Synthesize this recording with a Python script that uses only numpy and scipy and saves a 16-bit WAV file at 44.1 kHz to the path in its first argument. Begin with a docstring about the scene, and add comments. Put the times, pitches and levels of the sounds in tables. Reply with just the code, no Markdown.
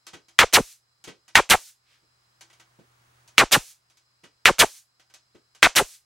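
"""In a small, humming workshop a pneumatic nailer clicks and is set down on a wooden box.
A valve ticks and the driver slams a nail home with a hard crack; as the trigger is let go, the cylinder
vents with a hissing blast. Both blasts carry a rough tone that dives into the bass and ends in a thump.
After the second nail comes a long pause: a sleeve brushes by, the room swells and its thin whistle fades.
Three more nails follow, with light clicks and knocks between them."""
import sys
import numpy as np
from scipy import signal
from scipy.fft import rfft, irfft, next_fast_len
from scipy.io import wavfile

SR = 44100
rng = np.random.default_rng(int(sys.argv[2]) if len(sys.argv) > 2 else 0)


def dump_mix(stems):
    """Bounce the given channels to the path in sys.argv[1] as a 16-bit WAV at rate SR."""
    frames = np.atleast_2d(stems).T  # one column per channel
    limited = np.clip(frames, -1, 1)  # hard clip at full scale
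    pcm = np.round(limited * 32767).astype(np.int16)
    wavfile.write(sys.argv[1], SR, pcm)


N = 266893
T = np.arange(SR // 2) / SR  # seconds since an event began

# cues for the driver's blows: t/s, dive length/s, dive end f/Hz
SHOTS = [(0.389, 0.058, 440), (1.354, 0.054, 560), (3.3803, 0.062, 380), (4.4556, 0.058, 270),
         (5.6279, 0.047, 803)]
# cues for the exhaust blasts: t/s, dive length/s, dive end f/Hz, dive gain/dB
VENTS = [(0.532, 0.08, 183.2, -12), (1.4971, 0.06, 657, -11.5), (3.517, 0.066, 139.5, -13),
         (4.589, 0.06, 597.3, -11), (5.757, 0.071, 330.3, -15)]
# cues for trigger and safety tip: t/s, body clack gain/dB, steel tick over the clack/dB
CLICKS = [(0.067, -46.5, 2.5), (0.284, -58.5, 1), (1.04, -48, 3), (1.28, -55, 1), (2.409, -51, 2),
          (2.5, -57.5, -6), (2.53, -60, -0.5), (2.598, -54, -2.5), (3.277, -60.5, 5.5), (3.9, -66, 2.5),
          (3.971, -67, 6), (4.997, -59.5, -1.5), (5.099, -63, -4), (5.139, -54.5, 5), (5.549, -57, 1.5)]
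# cues for knocks on the box: t/s, wood thud gain/dB, body clack over the thud/dB
KNOCKS = [(0.131, -39, -3.5), (1.072, -35, -5.5), (2.026, -64.5, -15), (2.786, -47, -18.5),
          (4.234, -48, -1), (5.346, -48, -11.5)]

# noise colours: f/Hz, relative level/dB
VALVE = [(100, -21), (700, -11.5), (2500, -2), (5000, -7), (10000, -10.5), (16000, -20.5)]  # the trigger valve opening
CRACK = [(30, -22), (300, -15.5), (800, -5), (1600, 3.5), (2700, 3.5), (4500, -11), (10000, -22),
         (16000, -31)]  # the driver's impact
SHOT_ECHO = [(60, -24.5), (300, -12.5), (800, -3.5), (2400, -0.5), (4500, -8), (8000, -7.5), (12000, -12.5),
             (16000, -16.5)]  # the shot coming back off the walls
SNAP = [(200, -22), (900, -10), (2000, -3), (2900, 0.5), (4200, -11.5), (9000, -12), (16000, -23.5)]  # the valve's return
EXHAUST = [(60, -20), (300, -5.5), (1000, 0.5), (2500, 0.5), (5000, -7), (8000, -0.5), (12000, -1.5),
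           (16000, -11)]  # air dumped from the cylinder
AFTER_HISS = [(100, -30.5), (600, -24.5), (1500, -11.5), (3000, -5), (6500, 1), (10000, -1.5), (16000, -10)]  # a faint hiss that lingers after the blast
THUMP = [(15, 3), (35, 1.5), (90, -4), (200, -11), (500, -40), (2000, -82.5)]  # the rumble that ends a dive
THUD = [(30, -20), (90, -7), (170, 0), (420, -2), (600, -12), (2000, -36), (8000, -70)]  # a touch on wood
CLACK = [(200, -23), (600, -4), (1500, -3), (3000, -3), (4500, -10.5), (10000, -32.5)]  # a touch on the tool's body
TICK = [(1500, -26), (3500, -1), (6500, 0.5), (10000, -7.5), (16000, -18)]  # a touch on steel
SLEEVE = [(200, -10), (900, -9), (2200, 1.5), (4500, -2.5), (8000, -12.5), (15000, -23)]  # brushing cloth
ROOM_AIR = [(20, -16.5), (70, -10.5), (130, -10.5), (220, -17), (500, -15), (1200, -8), (3000, -18),
            (7000, -21.5), (11000, -26), (15000, -34)]  # the room at rest

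# the noise band of a dive: f/pitch, level/dB
DIVE_BAND = [(.03, -26.5), (.3, -15.5), (.58, -5), (.85, -1), (1.15, -4), (1.6, -9), (2.5, -17.5), (5, -36),
             (12, -59)]
# a dive's strength as its pitch falls: f/Hz, level/dB
DIVE_LEVEL = [(100, -14), (200, -11.5), (500, -7.5), (1000, -3), (2000, -0.5), (3500, 0), (5500, 1.5),
              (8000, -18)]

# struck resonances: f/Hz, level/dB, t60/s
BOX_MODES = [(158, -2, .16), (345, -1, .22), (440, 2, .16), (550, -10, .12), (660, -9, .11),
             (951, -13, .11), (1443, -16, .11)]  # the wooden box
BODY_MODES = [(334, -8, .3), (760, -8, .17), (950, -6, .16), (1270, -4, .16), (1540, -2, .2),
              (1950, -2, .17), (2262, -1, .18), (2530, -3, .16), (2900, -1, .15), (3200, -1, .17)]  # the nailer's body and magazine
STEEL_MODES = [(3755, -6, .15), (4237, -5, .12), (4452, -6, .15), (5744, -2, .15), (6185, 0, .14),
               (6412, -2, .15), (6930, -5, .15), (7526, -4, .16), (8405, -9, .15), (9788, -7, .17)]  # its small steel parts

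# partials of the electric hum: f/Hz, level/dB
HUM_PARTIALS = [(121.5, 0), (78.4, -13.5), (367, -17)]
# peaks of the thin whistle: f/Hz, width/Hz, level/dB
WHISTLE_PEAKS = [(4080, 40, -1.5), (4830, 90, -13), (5070, 93, -2.5), (7300, 90, -16), (7900, 180, -17)]
# the workshop's decay by band: f/Hz, t60/s
ROOM_DECAY = [(100, 0.093), (500, 0.25), (2000, 0.2), (6000, 0.27), (14000, 0.1)]

# stereo width: f/Hz, side minus mid/dB
BLAST_WIDTH = [(100, -31), (1000, -21.5), (2500, -19.5), (5000, -10), (8000, -4), (13000, 0)]
HANDLING_WIDTH = [(60, 3), (150, -4), (380, -4.5), (950, -5.5), (2380, -6), (5980, -5.5), (15000, -2)]
ROOM_WIDTH = [(60, -12.5), (130, -16.5), (400, 0.5), (1400, 3), (7000, -3.5), (15000, -1.5)]
# the right microphone is brighter: f/Hz, left minus right/dB
MIC_BALANCE = [(3000, 0), (6000, -.8), (9000, -1.5)]

SHOT_DIVE_HZ, SHOT_BEND, SHOT_DIVE_DB = 3732, 1.3, -12  # starting pitch, bend (1 = straight fall), gain
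VENT_DIVE_HZ, VENT_BEND = 6878, 2.15  # the exhaust dives from higher up, fastest at first
THUMP_PIVOT_HZ, THUMP_DB_PER_OCTAVE = 350, 3.5  # the lower a dive ends, the harder its thump
KNOCK_TICK_DB, KNOCK_RISE_S = -5, 0.032  # a knock's steel tick over its clack; its soft attack
CLICK_THUD_DB = -14.5  # how much of a click reaches the wood
BRUSH_S, BRUSH_WIDTH_S, BRUSH_DB = 1.927, 0.061, -63  # the sleeve, as the tool moves to the next nail
HUM_DB, AIR_DB, WHISTLE_DB = -80, -72, -72  # the room tone at rest
WHINE_HZ, WHINE_DB = 15734, -15  # a faint electronic whine, relative to the hum
SWELL_PEAK_S, SWELL_RISE_S, SWELL_FALL_S = 3.2, 1.46, 0.8  # hum and air swell once, in the long pause
HUM_SWELL_DB, AIR_SWELL_DB = 12.5, 9
WHISTLE_GAP_S, WHISTLE_GAP_WIDTH_S, WHISTLE_GAP_DB = 3.15, 0.45, -15.5  # the whistle briefly fades
LOW_CUT_HZ, HIGH_CUT_HZ = 18, 15950


def nail_shots():
    """The trigger valve ticks, the driver slams the nail home, and box, tool and room ring."""
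    out = np.zeros((2, N))
    for s, length, end_hz in SHOTS:
        add(out, s - .0045, amp(-35) * noise(VALVE) * fade(0.063))
        crack = noise(CRACK) * fade(0.025, hold=0.0012)
        add(out, s, amp(-2.5) * crack / np.std(crack[:, :SR // 500]))  # level set on the first 2 ms
        add(out, s, amp(-19) * room_burst(SHOT_ECHO, hold=0.018, stretch=0.73))
        ringing = amp(-34) * ring(BOX_MODES) + amp(-24) * ring(BODY_MODES) + amp(-27) * ring(STEEL_MODES)
        add(out, s, ringing * fade(.2))  # the hand damps box and tool
        add(out, s, amp(-42.5) * noise(SHOT_ECHO) * fade(0.31))  # the room's late tail
        tone = dive(length, SHOT_DIVE_HZ, end_hz, SHOT_BEND, side_db=-27)
        add(out, s, amp(SHOT_DIVE_DB) * tone * attack(.035))
        add(out, s + length - .002, amp(-30.5) * thump(end_hz))
    return out


def exhaust_blasts():
    """The valve snaps back and the cylinder dumps its air; a faint hiss lingers after the blast."""
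    out = np.zeros((2, N))
    for s, length, end_hz, dive_db in VENTS:
        snap = amp(-25) * noise(SNAP) * fade(0.031) + amp(-34) * ring(BODY_MODES)
        add(out, s - .0048, snap * fade(0.041))
        add(out, s, amp(-17) * room_burst(EXHAUST, hold=0.029, stretch=0.62) * attack(0.015))
        add(out, s, amp(-29) * ring(STEEL_MODES))
        shut_off = fade(.22, hold=.195)
        add(out, s, amp(-43) * noise(AFTER_HISS) * fade(1.9) * shut_off)
        tone = dive(length, VENT_DIVE_HZ, end_hz, VENT_BEND, side_db=-28.5)
        add(out, s, amp(dive_db) * tone * attack(0.033))
        add(out, s + length - .002, amp(-31.5) * thump(end_hz))
    return out


def dive(length, start_hz, end_hz, bend, side_db, evenness=0.92):
    """A rough tone: a narrow band of noise sweeps down in pitch, then stops short."""
    glide = end_hz + (start_hz - end_hz) * np.maximum(1 - T / length, 0) ** bend
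    stumble = np.interp(T, np.arange(100) / 250, rng.standard_normal(100))  # a new lurch every 4 ms
    pitch = glide * np.exp(.19 * stumble)
    size, per_cycle = 32768, 32  # samples in the noise band, and per cycle of the pitch
    multiple = np.fft.fftfreq(size, 1 / per_cycle)
    shape = amp(along(DIVE_BAND, multiple)) * (multiple > 0)
    band = unit(np.fft.ifft(np.fft.fft(rng.standard_normal((2, size))) * shape))
    compressed = unit(band.real / (np.abs(band) + 0.18) ** evenness)  # flatten the band's swells
    playhead = np.cumsum(pitch) / SR * per_cycle
    mid, side = [np.interp(playhead, np.arange(size), channel) for channel in compressed]
    tone = mid + amp(side_db) * np.array([side, -side])
    return tone * amp(along(DIVE_LEVEL, pitch)) * fade(0.0017, hold=length - .002)


def thump(end_hz, swing_hz=30):
    """The low push that ends a dive: one slow swing over a short rumble."""
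    swing = np.sin(2 * np.pi * swing_hz * T) * fade(.07)
    rumble = amp(-1) * noise(THUMP) * fade(0.018, hold=0.0024) * attack(.03)
    return amp(THUMP_DB_PER_OCTAVE * np.log2(THUMP_PIVOT_HZ / end_hz)) * (swing + rumble)


def ring(modes, scatter_db=2.5):
    """Struck modes, at new strengths for each blow and each channel; rms 1 over the first 20 ms."""
    hz, db, t60 = np.transpose(modes)[..., None]
    blow_db = db + scatter_db * rng.standard_normal(hz.shape)
    strength = amp(blow_db + rng.standard_normal((2,) + hz.shape))
    phase = 2 * np.pi * (hz * T + rng.random(hz.shape))
    sound = np.sum(strength * np.sin(phase) * fade(t60), axis=1) * attack(0.0054)
    return sound / np.std(sound[:, :SR // 50])


def room_burst(spectrum, hold, stretch, spread=BLAST_WIDTH):
    """A hit smeared by close walls: it holds through the first echoes, then dies in stretch * room t60."""
    hz, t, bands = signal.stft(noise(spectrum, spread=spread), SR, nperseg=256)
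    t60 = stretch * along(ROOM_DECAY, hz)[:, None]
    decay_db = -60 * np.maximum(t - hold, 0) / t60
    _, sound = signal.istft(bands * amp(decay_db), SR, nperseg=256)
    return sound[:, :len(T)]


def handling():
    """The nose settles on the wood; trigger and safety tip click and ring the tool."""
    out = np.zeros((2, N))
    for s, thud_db, clack_over_db in KNOCKS:
        clack_db = thud_db + clack_over_db
        add(out, s, touch(thud_db, clack_db, clack_db + KNOCK_TICK_DB) * attack(KNOCK_RISE_S))
    for s, clack_db, tick_over_db in CLICKS:
        add(out, s, touch(clack_db + CLICK_THUD_DB, clack_db, clack_db + tick_over_db))
    return out


def touch(thud_db, clack_db, tick_db):
    """One light contact in three layers: the wood thuds, the tool's body clacks, its steel ticks."""
    thud = room_burst(THUD, hold=0.0091, stretch=0.9, spread=HANDLING_WIDTH)
    thud += amp(-2) * ring(BOX_MODES) * fade(0.25)
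    clack = room_burst(CLACK, hold=.014, stretch=.75, spread=HANDLING_WIDTH)
    clack += amp(-3) * ring(BODY_MODES)
    tick = room_burst(TICK, hold=.008, stretch=.72, spread=HANDLING_WIDTH)
    tick += amp(-7) * ring(STEEL_MODES)
    tick += amp(2.5) * noise(TICK) * fade(0.011)  # the sharp edge of the contact
    return amp(thud_db - 5.5) * thud + amp(clack_db - 3) * clack + amp(tick_db - 1.5) * tick


def sleeve_brush():
    """Cloth rubs past in one soft swish."""
    return amp(BRUSH_DB) * bump(BRUSH_S, BRUSH_WIDTH_S) * noise(SLEEVE, size=N, spread=HANDLING_WIDTH)


def electric_hum(t):
    """Low partials, each wavering slowly in pitch, under a steady high whine."""
    hum = np.zeros(N)
    for hz, db in HUM_PARTIALS:
        waver = noise([(1, 0.5), (8, -6), (30, -81)], size=N)[0]
        drift_cycles = 0.3 * np.cumsum(waver) / SR
        hum += amp(db) * np.sin(2 * np.pi * (hz * t + drift_cycles))
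    return unit(hum) + amp(WHINE_DB) * unit(np.sin(2 * np.pi * WHINE_HZ * t))


def thin_whistle():
    """Noise through narrow resonances, perhaps a leak in the air line; it fades away for a moment."""
    def peaks(f):
        return sum(amp(db) / np.hypot(1, 2 * (f - hz) / abs(width)) for hz, width, db in WHISTLE_PEAKS)
    level_db = WHISTLE_DB + WHISTLE_GAP_DB * bump(WHISTLE_GAP_S, WHISTLE_GAP_WIDTH_S)
    return amp(level_db) * stereo_noise(peaks, N, ROOM_WIDTH)


def room_tone():
    """The bed of hum, whistle and air; hum and air swell once, and all three duck after each blast."""
    t = np.arange(N) / SR
    swell = np.interp(t - SWELL_PEAK_S, [-SWELL_RISE_S, 0, SWELL_FALL_S], [0, 1, 0])
    hum = amp(HUM_DB + HUM_SWELL_DB * swell) * electric_hum(t)
    whistle = thin_whistle()
    air = amp(AIR_DB + AIR_SWELL_DB * swell) * noise(ROOM_AIR, size=N, spread=ROOM_WIDTH)
    duck = np.max([(t > s) * np.exp(-np.abs(t - s) / .13) for s, *_ in [*SHOTS, *VENTS]], axis=0)
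    return amp(-22 * duck) * (hum + whistle + air)


def noise(spectrum, size=len(T), spread=BLAST_WIDTH):
    """Stereo noise coloured by a table of f/Hz, level/dB."""
    return stereo_noise(lambda hz: amp(along(spectrum, hz)), size, spread)


def stereo_noise(gain, size, spread):
    """Noise of rms 1 shaped by gain(Hz); the spread table sets its width in each band."""
    hz = np.fft.rfftfreq(size, 1 / SR)
    mid, side = rfft(rng.standard_normal((2, size)))
    width = amp(along(spread, hz))
    left_right = np.array([mid + width * side, mid - width * side]) / np.hypot(1, width)
    return unit(irfft(left_right * gain(hz), size))


def fade(t60, hold=0):
    """Full level for hold seconds, then an exponential decay."""
    return amp(-60 * np.maximum(T - hold, 0) / t60)


def attack(seconds):
    """A fade-in that starts fast and eases up to full level."""
    return 1 - fade(seconds)


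def bump(s, width):
    """A smooth rise to 1 at time s and back."""
    return np.exp(-((np.arange(N) / SR - s) / width) ** 2)


def amp(db):
    """Decibels to gain."""
    return 10 ** (np.asarray(db) / 20)


def unit(x):
    """Scale to rms 1."""
    return x / np.sqrt(np.mean(np.abs(x) ** 2) + 1e-20)


def along(points, hz):
    """Read a curve on a log frequency axis."""
    f, values = np.transpose(points)
    return np.interp(np.log(np.maximum(hz, 1e-6)), np.log(f), values)


def add(track, s, sound):
    """Mix a sound into the track at time s."""
    start = max(round(s * SR), 0)
    track[:, start:start + sound.shape[-1]] += sound[..., :N - start]


def scene():
    """The nailer at the bench, in the hum of the room."""
    return nail_shots() + exhaust_blasts() + handling() + sleeve_brush() + room_tone()


def record(dry):
    """The cracks overload and soft-clip; two slightly unlike microphones, with sub-bass and top cut."""
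    clipped = dry / (1 + np.abs(dry) ** 6) ** (1 / 6)
    size = next_fast_len(N + SR // 4)
    hz = np.fft.rfftfreq(size, 1 / SR)
    colour = amp(np.outer([.5, -.5], along(MIC_BALANCE, hz)))
    low_cut = 1j * hz / (1j * hz + LOW_CUT_HZ)
    high_cut = np.clip((HIGH_CUT_HZ - hz) / 300 + .5, 0, 1)
    return irfft(rfft(clipped, size) * colour * low_cut * high_cut, size)[:, :N]


dry = scene()
out = record(dry)
dump_mix(out)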